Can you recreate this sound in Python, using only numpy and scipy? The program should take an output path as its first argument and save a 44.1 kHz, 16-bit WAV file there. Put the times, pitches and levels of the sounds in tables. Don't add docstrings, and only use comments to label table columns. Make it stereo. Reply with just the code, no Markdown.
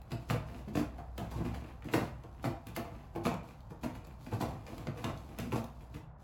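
import sys
import numpy as np
from scipy import signal
from scipy.fft import rfft, irfft, next_fast_len
from scipy.io import wavfile
from scipy.ndimage import uniform_filter1d, map_coordinates

SR = 44100
rng = np.random.default_rng(int(sys.argv[2]) if len(sys.argv) > 2 else 0)


def file_out(sig):
    cols = np.atleast_2d(sig).T
    lim = np.clip(cols, -1, 1)
    pcm = np.round(lim * 32767).astype(np.int16)
    wavfile.write(sys.argv[1], SR, pcm)


N = 274743

# (frequency [Hz], relative density [dB per Hz])
AMBIENT = [(15, -30), (28, -15), (43, 3), (60, 6.5), (85, -1.5), (130, 0.5), (200, -12), (400, -22),
           (800, -11.5), (1200, -19), (2000, -33.5), (4000, -66), (16000, -73)]
# (time [s], relative level [dB])
HUM = [(0.0, -51.5), (1.55, -41.5), (1.7, -51), (4.25, -61), (4.5, -43.5), (4.68, -70), (5.0, -52),
       (5.6, -47.5), (5.9, -72)]
HUM_HZ = 63.24
# (frequency [Hz], time to fall by 60 dB [s])
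WALLS = [(100, 0.81), (260, 0.22), (700, 0.46), (1840, 0.43), (4850, 0.33), (12800, 0.24)]
# (frequency [Hz], left-right correlation [1])
ALIKE = [(60, 0.97), (130, 0.97), (290, 0.77), (500, 0.52), (750, 0.096), (1300, 0.033), (2400, 0.073),
         (5000, 0.3), (7000, 0.38), (9000, 0.74), (15000, 0.22)]
# (frequency [Hz], lead of the left port [rad])
PORTS = [(350, 0), (1030, 1.25), (2000, 0.64), (4800, 0.5), (5600, -1.9), (6500, 0.5), (7200, 0),
         (11100, -6), (15300, -12.5), (16500, -23)]
TOP_HZ = 16100
# (frequency [Hz], left minus right [dB])
LEAN = [(60, -2.5), (250, -2.0), (500, -3.5), (1000, 2.5), (2000, 0.0), (8000, 0)]

# (frequency [Hz], width [Hz], relative level [dB])
BOX = [(107.5, 14.4, 3), (130, 15.4, -1.5), (150, 12, -2.5), (175.7, 15, -2), (232, 28, -2),
       (249, 9.3, -2.5), (301.8, 25.6, -5), (336, 17, -6)]
# (frequency [Hz], relative density [dB per Hz])
DECK = [(300, -27), (430, -6.5), (480, 3), (560, -1.5), (720, -1), (830, -0.5), (1100, -2.5), (1400, -9),
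        (1900, -19.5), (3000, -31), (6000, -50.5)]
# (frequency [Hz], width [Hz], relative level [dB])
RIBS = [(634, 7.6, 2), (675, 21, 4), (787, 9.8, 0), (2254, 7.1, -3.5), (2405, 69, -1.5), (4420, 28, -3)]
# (frequency [Hz], relative density [dB per Hz])
GRATE = [(400, -26.5), (900, 8), (1600, 4.5), (2100, 3), (2700, 2.5), (3300, -5.5), (4500, -16.5),
         (8000, -41.5)]
# (frequency [Hz], relative density [dB per Hz])
FIBRE = [(1500, -35.5), (2600, -2.5), (3600, 0.5), (4700, -0.5), (5800, -2.5), (7200, -4.5), (9000, -5),
         (11200, -5), (13200, -7), (15500, -7.5)]

# (start of the hold [s], length of the hold [s], relative level of the rub [dB], rustle over the rub [dB])
DRAGS = [(0.215, 0.079, -59.5, -7), (0.472, 0.13, -52, -13), (1.273, .43, -54.5, -13.5),
         (1.873, 0.17, -51.5, -7), (2.243, 0.017, -64, -34), (2.39, 0.013, -60, -18),
         (2.71, 0.31, -61, -19), (3.436, 0.077, -59, -8.5), (4.044, 0.042, -53.5, -15),
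         (4.209, 0.027, -58, -4.5), (4.722, 0.091, -49.5, -13), (5.16, 0.34, -59, -8.5),
         (5.805, 0.031, -62.5, -7), (6.21, 0.022, -66.5, -2)]
DRAG_ATTACK_S, DRAG_RELEASE_S = 0.041, 0.039
SHUFFLE_DB, RUSTLE_DB, SHUFFLE_END_S = -67, -7.5, 5.95
CATCH_RATE, CATCH_DB = 22, -7.5
# (time [s], relative level [dB], deck kick over that level [dB], treble boost of the crack [dB])
SNAPS = [(0.0171, -60, 8.5, 7), (0.1179, -51, 11.5, -13), (0.756, -47.5, 0, 5), (1.1794, -44, 10, 6),
         (1.321, -61, 11, 10), (1.8228, -68, 26.5, 5), (1.886, -64.5, 27, -5), (1.9362, -46.5, 20.5, 16),
         (2.2374, -64.5, 17, 0), (2.4418, -56.5, 29.5, -8), (2.6696, -46.5, 5.5, 14),
         (2.764, -36, 4.5, 13.5), (3.1589, -54.5, 16, 13), (3.2562, -51, -1, 8), (3.2681, -48, 24, -12),
         (3.3412, -53, 13, 0), (3.4877, -63.5, 17.5, 5.5), (3.606, -65.5, 0, -5), (4.049, -61.5, 8, -13),
         (4.0703, -56, 2, 13), (4.666, -59, 16, -11), (4.7806, -54, 14, 0), (4.8704, -54, 20.5, -25),
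         (5.043, -46, 18.5, -9), (5.1755, -60, 0, -11), (5.387, -42.5, 10.5, 5), (5.5205, -54.5, 23, 9),
         (5.642, -48.5, 1, 6)]
# (start [s], rise before a part's lag is added [s], strength [dB], weight on the box [dB],
# bite into the paper [dB], box note [Hz], deck note [Hz])
TUGS = [(0.108, .007, -45.5, 6, 4, 133, 685), (0.295, 0.0086, -33, 1, 0, 157, 493),
        (0.334, 0.001, -37, -4.5, -7.5, 136, 660), (0.672, 0.0061, -50.5, 6, -2.5, 207, 730),
        (0.747, .012, -37, 4, -1.5, 277, 643), (0.792, 0.0023, -54, 8, 17, 274, 670),
        (0.981, 0.0042, -44.5, -7, -8, 104, 750), (1.173, 0.019, -45, 2, -1.5, 169, 700),
        (1.312, 0.0022, -42, -6, 0, 151, 940), (1.346, .018, -48.5, 4, 1, 142, 1020),
        (1.404, 0.0026, -43, 1.5, -22, 153, 690), (1.45, 0.0052, -43.5, 1, 3.5, 119, 920),
        (1.535, 0.0084, -47, -6, 0, 188, 690), (1.842, 0.0046, -57.5, 9, 9, 229, 455),
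        (1.936, 0.0025, -29, 5, 2.5, 310, 734), (1.97, 0.0084, -37.5, 0, -8, 108, 590),
        (2.234, 0.0019, -45, -7.5, -19, 106, 430), (2.437, 0.011, -38, 3, -1.5, 337, 723),
        (2.663, 0.009, -55, 0.5, 6.5, 103, 800), (2.762, 0.0042, -33.5, -1.5, 2.5, 172, 670),
        (2.846, 0.005, -45.5, -6, -8, 126, 724), (3.15, .0055, -38.5, 0.5, -8.5, 347, 840),
        (3.249, 0.0064, -32, 2, 0.5, 179, 420), (3.304, 0.0063, -40.5, -3, -15, 184, 950),
        (3.704, 0.0015, -44.5, -2.5, -6.5, 137, 554), (3.83, 0.0054, -37.5, -0.5, 0.5, 256, 530),
        (3.95, 0.0032, -53.5, 0, 9, 100, 950), (4.263, 0.0024, -54.5, 0, 9.5, 262, 850),
        (4.313, 0.0096, -40, 4, -0.5, 229, 784), (4.404, 0.0062, -33, -1, -0.5, 170, 760),
        (4.467, 0.041, -55, 2, -1, 100, 754), (4.661, 0.011, -50, -10, 2, 237, 530),
        (4.868, 0.0013, -37, 3.5, -6.5, 137, 547), (4.949, 0.022, -50.5, -4.5, 0, 124, 495),
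        (5.037, 0.0053, -36, 0.5, 1, 179, 1090), (5.08, 0.0059, -43.5, -5, -0.5, 104, 640),
        (5.287, 0.0025, -48.5, -0.5, -5, 101, 780), (5.371, 0.029, -50, 3.5, 1.5, 248, 470),
        (5.519, 0.0074, -37, 4.5, -7.5, 215, 1100), (5.552, 0.0064, -37.5, -20, 4, 133, 555),
        (5.939, 0.008, -52.5, 2, 9, 150, 467)]
FIRM_DB = -35.5
THUMP_DB, THUMP_GROWS = -36, 0.65
GRATE_DB, CRACKLE_DB, CRACKLE_BITES = -1, -8, 0.84


def amp(db):
    return 10 ** (np.asarray(db) / 20)


def unit(x):
    return x / np.sqrt(np.mean(x ** 2) + 1e-20)


def along(points, hz):
    f, v = np.transpose(points)
    return np.interp(np.log(hz + 1), np.log(f + 1), v)


def curves(rows):
    s, *cols = np.transpose(rows)
    return [np.interp(np.arange(N) / SR, s, c) for c in cols]


def wobble(rate):
    knots = rng.standard_normal(int(N * rate / SR) + 4)
    return map_coordinates(knots, [np.arange(N) * rate / SR])


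def filtered(x, response):
    n = x.shape[-1]
    m = next_fast_len(n + SR // 2)
    hz = np.fft.rfftfreq(m, 1 / SR)
    return irfft(rfft(x, m) * response(hz), m)[..., :n]


def peaks(modes, hz):
    return sum(amp(db) ** 2 * (hz * w) ** 2 / ((c * c - hz * hz) ** 2 + (hz * w) ** 2)
               for c, w, db in modes)


def ring(x, gain, size=8192):
    hz = np.fft.rfftfreq(size, 1 / SR)
    cepstrum = irfft(np.log(np.maximum(gain(hz), 1e-6)))
    cepstrum[1:size // 2] *= 2
    cepstrum[size // 2 + 1:] = 0
    body = irfft(np.exp(rfft(cepstrum)))
    return signal.fftconvolve(x, body / np.linalg.norm(body))[:N]


def slips(rate, spread_db, size=900):
    happens = rng.random(N) < rate / SR
    sign = rng.choice([-1, 1], N)
    hits = unit(happens * sign * amp(spread_db * rng.standard_normal(N)))
    local_power = np.abs(uniform_filter1d(hits ** 2, size))
    return unit(hits / np.sqrt(local_power + 0.33))


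def diffuse(pair):
    def mid_side(hz):
        angle = np.arccos(np.clip(along(ALIKE, hz), -1, 1)) / 2
        return np.array([np.cos(angle), np.sin(angle)])

    mid, side = filtered(pair, mid_side)
    return np.array([mid + side, mid - side])


def background():
    noise = rng.standard_normal((2, N))
    air = unit(diffuse(filtered(noise, lambda hz: amp(along(AMBIENT, hz)))))
    phase = 2 * np.pi * np.cumsum(HUM_HZ + 1.58 * wobble(4.91)) / SR
    hum = amp(curves(HUM)[0] - 2.5) * unit(np.sin(phase))
    return amp(-51.5) * air + hum


def room_tail(gap):
    hz, t, z = signal.stft(rng.standard_normal((2, SR // 2)), SR, nperseg=256)
    t60 = along(WALLS, hz)[:, None]
    decaying = z * amp(-60 * t / t60) / np.sqrt(t60)
    tail = diffuse(signal.istft(decaying, SR, nperseg=256)[1])
    t = np.arange(tail.shape[1]) / SR
    tail *= 1 - np.exp(-(t / gap) ** 2)
    return tail / np.sqrt(np.sum(tail ** 2) / 2)


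def room(x, count=12):
    turn = np.arange(N) / (SR // 40) % count
    echoes = 0
    for k in range(count):
        away = np.abs((turn - k + count / 2) % count - count / 2)
        share = np.sin(np.pi / 2 * np.maximum(1 - away, 0))
        echoes = echoes + signal.oaconvolve((x * share)[None], room_tail(gap=0.00058), axes=1)[:, :N]
    return echoes


def drag_pressure():
    t = np.arange(N) / SR
    power = 0
    for s, length, db, rustle_db in [(0, SHUFFLE_END_S, SHUFFLE_DB, RUSTLE_DB), *DRAGS]:
        corners = [s - DRAG_ATTACK_S, s, s + length, s + length + DRAG_RELEASE_S]
        hold = np.interp(t, corners, [0, 1, 1, 0])
        power = power + np.outer(amp([db, db + rustle_db]), hold) ** 2
    return np.sqrt(power)


def rib_snaps(t60, rattle_t60, pop_db, tick_db):
    pops, ticks = np.zeros(N + SR), np.zeros(N + SR)
    t = np.arange(SR // 50) / SR
    for s, level_db, kick_db, sharp_db in SNAPS:
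        crack = rng.standard_normal(len(t)) * amp(-60 * t / t60)
        crack = filtered(crack, lambda hz: amp(sharp_db / (1 + (9000 / (hz + 1)) ** 6)))
        kick = rng.standard_normal(len(t)) ** 3 * amp(-60 * t / rattle_t60)
        span = slice(round(s * SR), round(s * SR) + len(t))
        pops[span] += amp(level_db + kick_db + pop_db) * kick / np.linalg.norm(kick)
        ticks[span] += amp(level_db + tick_db) * crack / np.linalg.norm(crack)
    return pops[:N], ticks[:N]


def tugs(levels, slip, lag, lead_in_db, notes=None, q=6, note_db=0):
    lead = SR // 20
    force = np.zeros(N + SR)
    t = np.arange(-lead, SR // 3) / SR
    slip = np.pad(slip, (lead, SR))
    for k, (s, rise, *_) in enumerate(TUGS):
        span = slice(round(s * SR), round(s * SR) + len(t))
        u = np.maximum(t, 0) / (max(rise, .001) + lag)
        swell = u * np.exp(1 - u)
        lead_in = amp(lead_in_db - 60 * np.abs(t) / 0.063)
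        burst = amp(levels[k]) * np.maximum(swell, lead_in) * slip[span]
        if notes is not None:
            burst = burst + amp(note_db) * signal.lfilter(*signal.iirpeak(notes[k], q, SR), burst)
        force[span] += burst
    return force[lead:lead + N]


def scratching():
    strength_db, weight_db, bite_db, box_hz, deck_hz = np.transpose(TUGS)[2:]
    thump_db = THUMP_DB + THUMP_GROWS * (strength_db - FIRM_DB) + weight_db
    grate_db = strength_db + GRATE_DB + bite_db
    crackle_db = strength_db + CRACKLE_DB + CRACKLE_BITES * bite_db

    tearing = slips(rate=520, spread_db=6)
    snagging = unit(amp(3.3 * wobble(140)))
    thump = tugs(thump_db, tearing, lag=0.0085, lead_in_db=-12.5, notes=box_hz, q=8.9, note_db=2)
    flex = tugs(strength_db, tearing, lag=0.0046, lead_in_db=-20.5, notes=deck_hz, q=10, note_db=4)
    grate = tugs(grate_db, snagging * slips(rate=480, spread_db=5.5), lag=0.00011, lead_in_db=-17)
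    crackle = tugs(crackle_db, snagging * slips(rate=1400, spread_db=5.0), lag=0.00027, lead_in_db=-5.5)
    pops, ticks = rib_snaps(t60=0.013, rattle_t60=0.019, pop_db=19.5, tick_db=21.5)

    rubbing, rustling = drag_pressure() * amp(2.1 * wobble(24))
    rub = rubbing * slips(rate=150, spread_db=1.5)
    rustle = rustling * slips(rate=220, spread_db=0.5)
    catches = amp(CATCH_DB) * rubbing * slips(rate=CATCH_RATE, spread_db=6)

    def ribbed(spectrum):
        return lambda hz: amp(along(spectrum, hz)) * np.sqrt(1 + 2 * peaks(RIBS, hz))

    def hollow(hz):
        above, below = 1 + (hz / 520) ** 6, 1 + (85 / (hz + 1)) ** 6
        return np.sqrt(peaks(BOX, hz) / above / below)

    box = ring(thump + rub, hollow)
    deck = ring(flex + amp(-2.2) * rub + pops, ribbed(DECK))
    ribs = ring(grate + amp(-11) * rub + catches + pops, ribbed(GRATE))
    fibres = ring(crackle + rustle, ribbed(FIBRE))
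    cracks = ring(ticks, ribbed(FIBRE))
    return amp(1.37) * box, amp(-0.73) * deck + amp(-2.0) * ribs, amp(-0.9) * fibres, cracks


def scene():
    box, deck, fibres, cracks = scratching()
    direct = amp(-1.5) * box + amp(-5.5) * deck + amp(-6.0) * fibres + amp(2.0) * cracks
    echoes = room(amp(-5.5) * box + amp(-2.0) * deck + amp(-1.03) * (fibres + cracks))
    leaning = filtered(direct + echoes, lambda hz: amp(np.outer([.5, -.5], along(LEAN, hz))))
    return leaning + background()


def record(dry):
    def ports(hz):
        phase = np.outer([.5, -.5], along(PORTS, hz))
        return np.exp(1j * phase) * (hz < TOP_HZ)

    return filtered(dry, ports)


dry = scene()
out = record(dry)
file_out(out)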